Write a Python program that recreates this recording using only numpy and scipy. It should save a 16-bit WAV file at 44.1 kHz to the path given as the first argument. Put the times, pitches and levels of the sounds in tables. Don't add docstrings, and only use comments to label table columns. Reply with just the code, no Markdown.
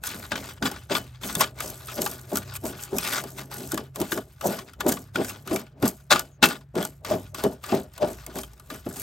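import sys
import numpy as np
from scipy import signal
from scipy.fft import rfft, irfft, next_fast_len
from scipy.io import wavfile
from scipy.ndimage import uniform_filter1d, map_coordinates

SR = 44100
rng = np.random.default_rng(int(sys.argv[2]) if len(sys.argv) > 2 else 0)


def elevation(decibels):
    levels = np.asarray(decibels, float)
    return 10 ** (levels / 20)


def int16_out(signal):
    q = np.round(np.clip(np.atleast_2d(signal).T, -1, 1) * 32767)
    wavfile.write(sys.argv[1], SR, q.astype(np.int16))


N = 397776


def unit(x):
    return x / np.sqrt(np.mean(x ** 2) + 1e-20)


def along(points, hz):
    f, v = np.transpose(points)
    return np.interp(np.log(hz + 1), np.log(f + 1), v)


def curves(rows):
    s, *cols = np.transpose(rows)
    return [np.interp(np.arange(N) / SR, s, c) for c in cols]


def wobble(rate):
    knots = rng.standard_normal(int(N * rate / SR) + 4)
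    return map_coordinates(knots, [np.arange(N) * rate / SR])


def filtered(x, response):
    m = next_fast_len(N + SR // 2)
    return irfft(rfft(x, m) * response(np.fft.rfftfreq(m, 1 / SR)), m)[..., :N]


def colour(spectrum):
    return lambda f: unit(elevation(along(spectrum, f)))


def body(modes, plain_db, low_hz, high_hz):
    def response(f):
        peaks = 0
        for k, (centre, width, db) in enumerate(modes):
            damping = 1j * f * width
            peaks = peaks + (-1) ** k * elevation(db) * damping / (centre * centre - f * f + damping)
        band = (1j * f / (low_hz + 1j * f)) ** 2 * (high_hz / (high_hz + 1j * f)) ** 2
        whole = (peaks + elevation(plain_db)) * band
        return whole / np.sqrt(np.mean(np.abs(whole) ** 2))
    return response


def distance():
    # start_s, pitch_hz, level_db
    engine = [
        (0, 123, -58),
        (.9, 123.3, -48),
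        (3.85, 134.2, -44.5),
        (4.0, 132.2, -56),
        (5.5, 138.8, -50),
        (7.5, 140, -52.5),
        (9.02, 139.3, -58),
    ]
    # centre_s, pitch_hz, level_db, half_length_s
    passing = [
        (.4, 85, -54.5, 0.34),
        (2.5, 99, -45, 0.18),
        (5.2, 103, -49, 0.3),
        (7.196, 99, -45, .15),
        (8.3, 58, -48.5, 0.31),
    ]
    # start_s, level_db
    rumble_level = [
        (0.0, -44.5),
        (2.11, -45),
        (5.78, -47),
        (6.51, -49.5),
        (7.06, -44),
        (8.79, -47),
        (9.02, -39),
    ]
    # pitch_hz, density_db (per Hz)
    rumble_spectrum = [(20, -35.5), (35, -25.5), (55, 3.5), (110, -0.5), (150, -3.5), (220, -19.5),
                       (400, -62.5)]
    # pitch_hz, density_db (per Hz)
    air_spectrum = [(100, -9), (200, -11.5), (500, -8.5), (1500, -2), (3000, -13), (9000, -35.5),
                    (16000, -24)]

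    t = np.arange(N) / SR
    note_hz, note_db = curves(engine)
    phase = 2 * np.pi * np.cumsum(note_hz + 0.58 * wobble(6)) / SR
    note = elevation(note_db - 0.5 + 2.3 * wobble(8.4)) * np.sin(phase)
    throbs = 0
    for s, hz, db, half in passing:
        throbs = throbs + elevation(db + 3.5) * np.exp(-((t - s) / half) ** 4) * np.sin(2 * np.pi * hz * t)
    rumble = filtered(rng.standard_normal(N), colour(rumble_spectrum))
    air = filtered(rng.standard_normal(N), colour(air_spectrum))
    return note + throbs + elevation(curves(rumble_level)[0] - 4.5) * rumble + elevation(-73 + 2.2 * wobble(7.5)) * air


def grains(rate, spread_db, t60, bed):
    size_db = spread_db * np.minimum(rng.exponential(size=N), 4)
    slips = (rng.random(N) < rate / SR) * elevation(size_db)
    shape = signal.lfilter([1], [1, -elevation(-60 / (t60 * SR))], slips)
    return unit((bed + unit(shape)) * rng.standard_normal(N))


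def bursts(events, levels_db, t60, blur=None):
    out, t = np.zeros(N + SR), np.arange(SR // 8) / SR
    for (s, *_, hz), db in zip(events, levels_db):
        puff = rng.standard_normal(len(t))
        if blur:
            puff = np.sin(2 * np.pi * hz * t + blur * np.cumsum(puff))
        start = round((s - .0015) * SR)
        out[start:][:len(t)] += elevation(db - 60 * t / t60) * (1 - np.exp(-t / .0004)) * puff
    return out[:N]


def patchy(x, depth_db):
    z = signal.stft(x, nperseg=256)[2]
    field = uniform_filter1d(rng.standard_normal(z.shape), 4, axis=0)
    field = uniform_filter1d(field, 14, axis=1)
    return signal.istft(z * elevation(depth_db * unit(field)), nperseg=256)[1][:N]


def knife():
    # start_s, rasp_db, tray_over_rasp_db
    strokes = [(0.0, -77, -2), (0.052, -36.5, 2.5), (0.299, -49.5, 1), (0.317, -52.5, 16.5),
               (0.367, -45, 12), (0.419, -45.5, 1), (0.511, -47.5, 6), (0.601, -66, 3), (0.614, -65.5, 4.5),
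               (0.624, -48, 13), (0.666, -34, 9), (0.691, -43.5, 6.5), (0.883, -64, 3),
               (0.913, -48.5, 21.5), (0.965, -31.5, 2.5), (1.048, -58.5, 5.5), (1.202, -71, 11),
               (1.227, -45, -1), (1.247, -34.5, 0), (1.384, -39, -3.5), (1.412, -28, 7),
               (1.537, -69.5, 3.5), (1.601, -44, 6), (1.639, -32, -1.5), (1.806, -52.5, -1.5),
               (1.886, -43.5, -1.5), (2.075, -34, -0.5), (2.227, -53.5, -2.5), (2.312, -48.5, 0.5),
               (2.372, -32, -10.5), (2.442, -52.5, 8.5), (2.532, -54.5, 6.5), (2.569, -28.5, -14),
               (2.579, -56, 1), (2.619, -56.5, 1), (2.671, -28, -14.5), (2.746, -53.5, 9.5),
               (2.841, -39.5, -6.5), (2.906, -55.5, 7), (2.948, -41, 4), (3.173, -30, 2),
               (3.223, -42.5, -1.5), (3.34, -51, -4), (3.392, -39.5, 0), (3.492, -65, 1),
               (3.522, -39.5, -4), (3.704, -42, -5), (3.727, -42, -3.5), (3.789, -46, 2.5), (3.934, -81, 8),
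               (3.959, -46.5, 2), (4.093, -43, -2.5), (4.121, -32, -17.5), (4.18, -40.5, -3.5),
               (4.25, -61.5, -1.5), (4.39, -67, 3), (4.412, -54, 2.5), (4.472, -28, -5.5),
               (4.787, -75.5, 5), (4.809, -41, 9), (4.844, -54.5, 8), (4.891, -25.5, -13), (5.121, -74, 5),
               (5.158, -42, 8), (5.186, -45.5, 8.5), (5.295, -32.5, -7), (5.345, -54.5, 11),
               (5.44, -59.5, -1), (5.48, -49, 8), (5.572, -36.5, -4.5), (5.762, -92, 17.5),
               (5.832, -42.5, 4), (5.874, -26.5, -3.5), (5.909, -43.5, -7), (6.084, -75, 2),
               (6.096, -67, 0), (6.109, -31, 17), (6.124, -24.5, 5.5), (6.395, -90, 2), (6.413, -84, 19),
               (6.433, -23, 11.5), (6.672, -81.5, 0), (6.735, -80, 6.5), (6.755, -49, 11.5),
               (6.842, -38, -4), (7.024, -77.5, 0), (7.061, -45.5, 7), (7.116, -42, 6), (7.323, -65, 1),
               (7.336, -78.5, -2.5), (7.348, -41, 1), (7.381, -47, 6.5), (7.441, -40.5, 2),
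               (7.608, -68.5, -0.5), (7.638, -48, 0), (7.735, -39.5, 7), (7.9, -66, -0.5),
               (8.034, -51.5, 14), (8.114, -40.5, -2), (8.159, -53, 1.5), (8.311, -61, 8.5),
               (8.381, -37.5, -5), (8.521, -63.5, -4), (8.693, -59.5, 0), (8.703, -45, 0),
               (8.715, -42, 4.5), (8.832, -58, -0.5), (9.02, -32.5, -9.5)]
    # peak_s, peak_db, crack_over_peak_db, ring_hz
    snaps_and_knocks = [(0.022, -54, -8, 810), (0.0383, -15.5, -4, 1450), (0.07, -20, 4, 1575),
                        (0.3194, -6.5, -44, 1620), (0.3569, -10.5, -30, 1494), (0.6258, -7.5, -36, 1510),
                        (0.6569, -8.5, -24, 3470), (0.7158, -19.5, -3, 802), (0.8989, -18.5, -27, 1540),
                        (0.9133, -38, -13, 1540), (0.9522, -5, -14, 3475), (1.2136, -29.5, -19, 1360),
                        (1.2352, -15.5, -17, 3510), (1.3534, -13.5, 2.5, 3510), (1.4088, -4, -2, 1070),
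                        (1.589, -26, -6, 2300), (1.6053, -12.5, -4.5, 1254), (1.8863, -19, -19, 1300),
                        (2.0198, -19, 9, 2960), (2.0632, -9.5, -6, 830), (2.3184, -27, -5, 850),
                        (2.3575, -16, 5, 1333), (2.3725, -15, 4.5, 1360), (2.54, -35, 8, 2460), (2.5544, -25, 0, 2440),
                        (2.6548, -22.5, 2, 942), (2.829, -30.5, 5, 1530), (2.9854, -15, 6.5, 2475),
                        (3.2395, -22.5, -1, 807), (3.3852, -23, -6, 974), (3.515, -24, -6, 897), (3.72, -21, 8, 1520),
                        (3.7446, -23, 4, 1660), (3.7773, -11, -7.5, 1097), (3.9598, -23, 2, 1090),
                        (4.0023, -22.5, 4, 1260), (4.016, -17, 1, 990), (4.121, -8, -8.5, 1630),
                        (4.412, -19, -7, 1310), (4.7357, -32.5, -5.5, 1330), (4.8078, -17, -1, 1123),
                        (4.866, -16.5, -5, 850), (4.8923, -12, 1, 770), (4.922, -13.5, 2, 1680),
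                        (5.1582, -9, -19, 1460), (5.2473, -18.5, 0, 1560), (5.2837, -30.5, -7, 2440),
                        (5.2967, -20, -4, 2710), (5.476, -19, -6, 1200), (5.5119, -21.5, -14, 1040),
                        (5.5615, -14.5, -2, 2330), (5.8267, -14.5, -9, 1380), (5.8593, -16, -6, 796),
                        (6.109, -6.5, -25, 1460), (6.1594, -5, -24, 1260), (6.1953, -16.5, 6, 1310),
                        (6.428, 4.5, -27, 1476), (6.7552, -21, -7, 1140), (6.8282, -16.5, -4, 3300),
                        (6.8516, -19.5, 4.5, 846), (7.0492, -15.5, -10, 1136), (7.3468, -18, -4, 1130),
                        (7.4393, -15.5, 0, 867), (7.64, -18.5, -10, 1154), (7.9798, -26.5, 0, 1120),
                        (8.2656, -30, 8.5, 2190), (8.357, -27, 1, 1590), (8.388, -21, -1, 1190),
                        (8.7032, -19, -12, 1170), (8.8643, -29, -20, 1350), (8.911, -30.5, -15, 1320),
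                        (8.961, -25.5, -3, 770),
                        (4.1765, -16, -9, 1110), (4.59, -17.5, -14, 1120), (4.9708, -20.5, -16, 1150),
             (6.4373, 3, -20, 2650), (6.4594, -6, -15, 2670), (6.489, -19, 2, 2710),
             (6.6114, -37.5, -13, 1030), (7.938, -42, 3, 939), (8.4345, -24, -2, 3140),
             (8.535, -42, 2, 813), (8.5989, -33, -1, 1246)]
    # pitch_hz, density_db (per Hz)
    scale_spectrum = [(1500, -31), (2500, -16.5), (4000, -9.5), (6000, -1), (8400, 0), (10000, 0),
                      (12000, 3), (14000, -2), (15800, -5)]
    # pitch_hz, width_hz, level_db
    tray_modes = [(824, 13, -4), (1190, 76, 3.5), (1460, 60, -2), (1720, 60, 0), (1830, 20, -34.5),
                  (2342, 200, -1.5), (2650, 60, -13), (2987, 17, 2.5), (3160, 60, -8), (3340, 200, 0),
                  (4240, 140, -21), (4750, 67, 3)]

    rasp_db, tray_db = curves(strokes)
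    edge = elevation(rasp_db - 1.0 + 1.5 * wobble(45)) * grains(700, spread_db=5.5, t60=0.012, bed=0.49)
    rattle_db = rasp_db + tray_db - 3.0 + 3.8 * wobble(40)
    rattle = elevation(rattle_db) * grains(500, spread_db=3.5, t60=0.0077, bed=0.65)
    tray = body(tray_modes, plain_db=-7, low_hz=600, high_hz=3840)
    scrape = patchy(filtered(edge, colour(scale_spectrum)) + filtered(rattle, tray), depth_db=1.8)

    hits = snaps_and_knocks
    _, peak_db, crack_db, _ = np.transpose(hits)
    cracks = filtered(bursts(hits, peak_db + crack_db - 3, t60=.016), colour(scale_spectrum))
    knocks = filtered(bursts(hits, peak_db - 12.5, t60=0.037), tray)
    rings = bursts(hits, peak_db - 12.5, t60=0.055, blur=0.075)
    return scrape + cracks + knocks + rings


def fish():
    # start_s, level_db
    pressure = [(0.0, -65), (0.152, -43.5), (0.307, -61), (0.317, -33.5), (0.601, -63), (0.624, -30),
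                (0.654, -30), (0.836, -63.5), (0.89, -65), (0.913, -26), (0.96, -33), (1.167, -76.5),
                (1.252, -39), (1.349, -47.5), (1.372, -37), (1.414, -33.5), (1.551, -58), (1.654, -38),
                (1.798, -58), (1.943, -48.5), (1.993, -29.5), (2.222, -57.5), (2.312, -50), (2.332, -29),
                (2.437, -50.5), (2.614, -58), (2.644, -31), (2.696, -37.5), (2.856, -59), (2.906, -51),
                (2.943, -29), (3.013, -44), (3.233, -42.5), (3.248, -37), (3.293, -53.5), (3.41, -44.5),
                (3.49, -55), (3.617, -40), (3.714, -54), (3.746, -26.5), (3.759, -46), (3.789, -34.5),
                (3.939, -74), (3.961, -44.5), (4.023, -27), (4.073, -50), (4.185, -29.5), (4.235, -54),
                (4.383, -74.5), (4.457, -23), (4.749, -65.5), (4.881, -22), (5.059, -61), (5.133, -70),
                (5.158, -32.5), (5.213, -22), (5.238, -40), (5.458, -61), (5.468, -39), (5.502, -41),
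                (5.53, -23), (5.702, -67), (5.812, -46.5), (5.834, -19), (5.984, -63), (6.089, -71.5),
                (6.114, -22), (6.124, -24.5), (6.363, -73.5), (6.413, -53), (6.433, -20.5), (6.66, -70),
                (6.732, -76), (6.745, -37.5), (6.782, -23), (6.979, -70), (7.089, -37), (7.131, -21.5),
                (7.303, -68.5), (7.353, -45), (7.431, -44), (7.451, -20), (7.62, -67), (7.717, -34.5),
                (7.727, -17.5), (7.949, -72.5), (8.034, -20), (8.244, -71), (8.281, -39.5), (8.326, -53),
                (8.366, -31.5), (8.501, -64.5), (8.685, -64), (8.713, -39), (8.85, -67.5), (8.867, -29),
                (8.9, -44.5), (9.02, -48)]
    # peak_s, peak_db, pitch_hz
    bumps = [(0.316, -28, 250), (0.628, -21, 223), (0.653, -15.5, 237), (0.91, -22.5, 398),
             (1.37, -16.5, 167), (1.408, -17, 630), (1.984, -22, 571), (2.33, -17.5, 390),
             (2.641, -26.5, 328), (2.931, -17, 385), (3.736, -14.5, 320), (3.958, -38, 592),
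             (4.009, -14.5, 334), (4.129, -16.5, 345), (4.445, -18, 651), (4.799, -29, 194),
             (4.864, -8.5, 361), (4.902, -15, 218), (5.157, -23, 205), (5.195, -17, 345),
             (5.516, -10.5, 326), (5.832, -11, 207), (6.111, -16, 767), (6.429, -9.5, 258),
             (6.767, -12.5, 361), (7.113, -12.5, 608), (7.443, -9, 404), (7.726, -11, 382),
             (8.024, -12, 598), (8.865, -19.5, 283)]
    # pitch_hz, width_hz, level_db
    fish_modes = [(197, 44, 1), (260, 71, -2), (379, 70, -2.5), (618, 98, 5)]

    drum_db, = curves(pressure)
    push = elevation(drum_db - 1.5) * grains(400, spread_db=1.5, t60=.02, bed=2)
    swelling = np.tanh(uniform_filter1d(np.gradient(drum_db) * SR, 900) / 400)
    spot_hz = np.sqrt(320 * curves(bumps)[1]) * np.exp(0.31 * swelling)
    shares = []
    for hz, _, db in fish_modes:
        nearness = np.exp(-(np.log(spot_hz / hz) / 0.37) ** 2)
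        shares.append(elevation(db - 4) * (0.41 + nearness))

    def flesh(f):
        modes = np.array([body([m], plain_db=-20, low_hz=110, high_hz=900)(f) for m in fish_modes])
        return modes / (1 + 1j * f / 1100) ** 2

    drum = filtered(shares * push, flesh).sum(axis=0)
    _, thud_db, thud_hz = np.transpose(bumps)
    return elevation(1.0) * drum + bursts(bumps, thud_db - 4, t60=0.084, blur=0.034)


def bird():
    # start_s, start_hz, end_hz, level_db, length_s
    peeps = [
        (5.975, 6900, 6600, -67, .06),
        (6.312, 6800, 6500, -63, .07),
        (7.29, 6700, 6400, -68, .05),
    ]
    out, hoarse_hz = 0, 300 * wobble(700)
    for s, start_hz, end_hz, db, length in peeps:
        u = np.clip((np.arange(N) / SR - s) / length, 0, 1)
        pitch_hz = start_hz + (end_hz - start_hz) * np.sqrt(u) + hoarse_hz
        swell = u ** .3 * (1 - u) * 2
        out = out + elevation(db) * swell * np.sin(2 * np.pi * np.cumsum(pitch_hz) / SR)
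    return out


def echoes(x):
    # pitch_hz, t60_s
    yard = [(200, 0.11), (2000, 0.14), (10000, 0.12)]
    hz, t, z = signal.stft(rng.standard_normal(SR // 4), SR, nperseg=128)
    decay = elevation(-60 * t / along(yard, hz)[:, None])
    tail = signal.istft(z * decay, SR, nperseg=128)[1]
    return signal.fftconvolve(x, tail / np.linalg.norm(tail))[:N]


def scattered(x):
    z = signal.stft(x, nperseg=256)[2]
    turned = z * np.exp(2j * np.pi * rng.random(z.shape))
    return np.sqrt(2) * signal.istft(turned, nperseg=256)[1][:N]


def scene():
    # pitch_hz, likeness (0 to 1)
    alike = [(60, .98), (400, .98), (900, .85), (1500, .7), (3500, .85), (7000, .85), (8400, 1), (16000, 1)]
    far = distance()
    near = knife() + fish()
    direct = near + elevation(-17.5) * echoes(near) + far + bird()
    turn = lambda f: np.arccos(along(alike, f)) / 2
    mid = filtered(direct, lambda f: np.cos(turn(f)))
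    side = filtered(scattered(direct), lambda f: np.sin(turn(f)))
    return np.array([mid + side, mid - side])


def lead(f):
    # pitch_hz, lead_rad
    left_lead = [(200, 0), (700, .5), (1200, .6), (2200, 0), (3000, .7), (6000, .3), (7500, .5), (8400, 0)]
    turn_hz, turn_step_hz = 8430, 3600
    slip = 2 * np.pi * np.maximum(f - turn_hz, 0) / turn_step_hz
    return along(left_lead, f) - slip + .48 * np.sin(2 * slip)


def band_limit(x):
    return signal.sosfilt(signal.butter(12, 17000, fs=SR, output="sos"), x)


def record(dry):
    # pitch_hz, level_db
    port = [(25, -20), (55, 0), (15900, 0), (16200, -32), (17000, -60)]
    # pitch_hz, level_db
    tilt = [(300, 0), (700, 3), (4000, 3), (7000, 3), (8400, 0)]
    half = np.array([[.5], [-.5]])

    def pickup(f):
        level = elevation(along(port, f) + half * along(tilt, f))
        return level * np.exp(1j * half * lead(f))

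    return band_limit(filtered(dry, pickup))


dry = scene()
out = record(dry)
int16_out(out)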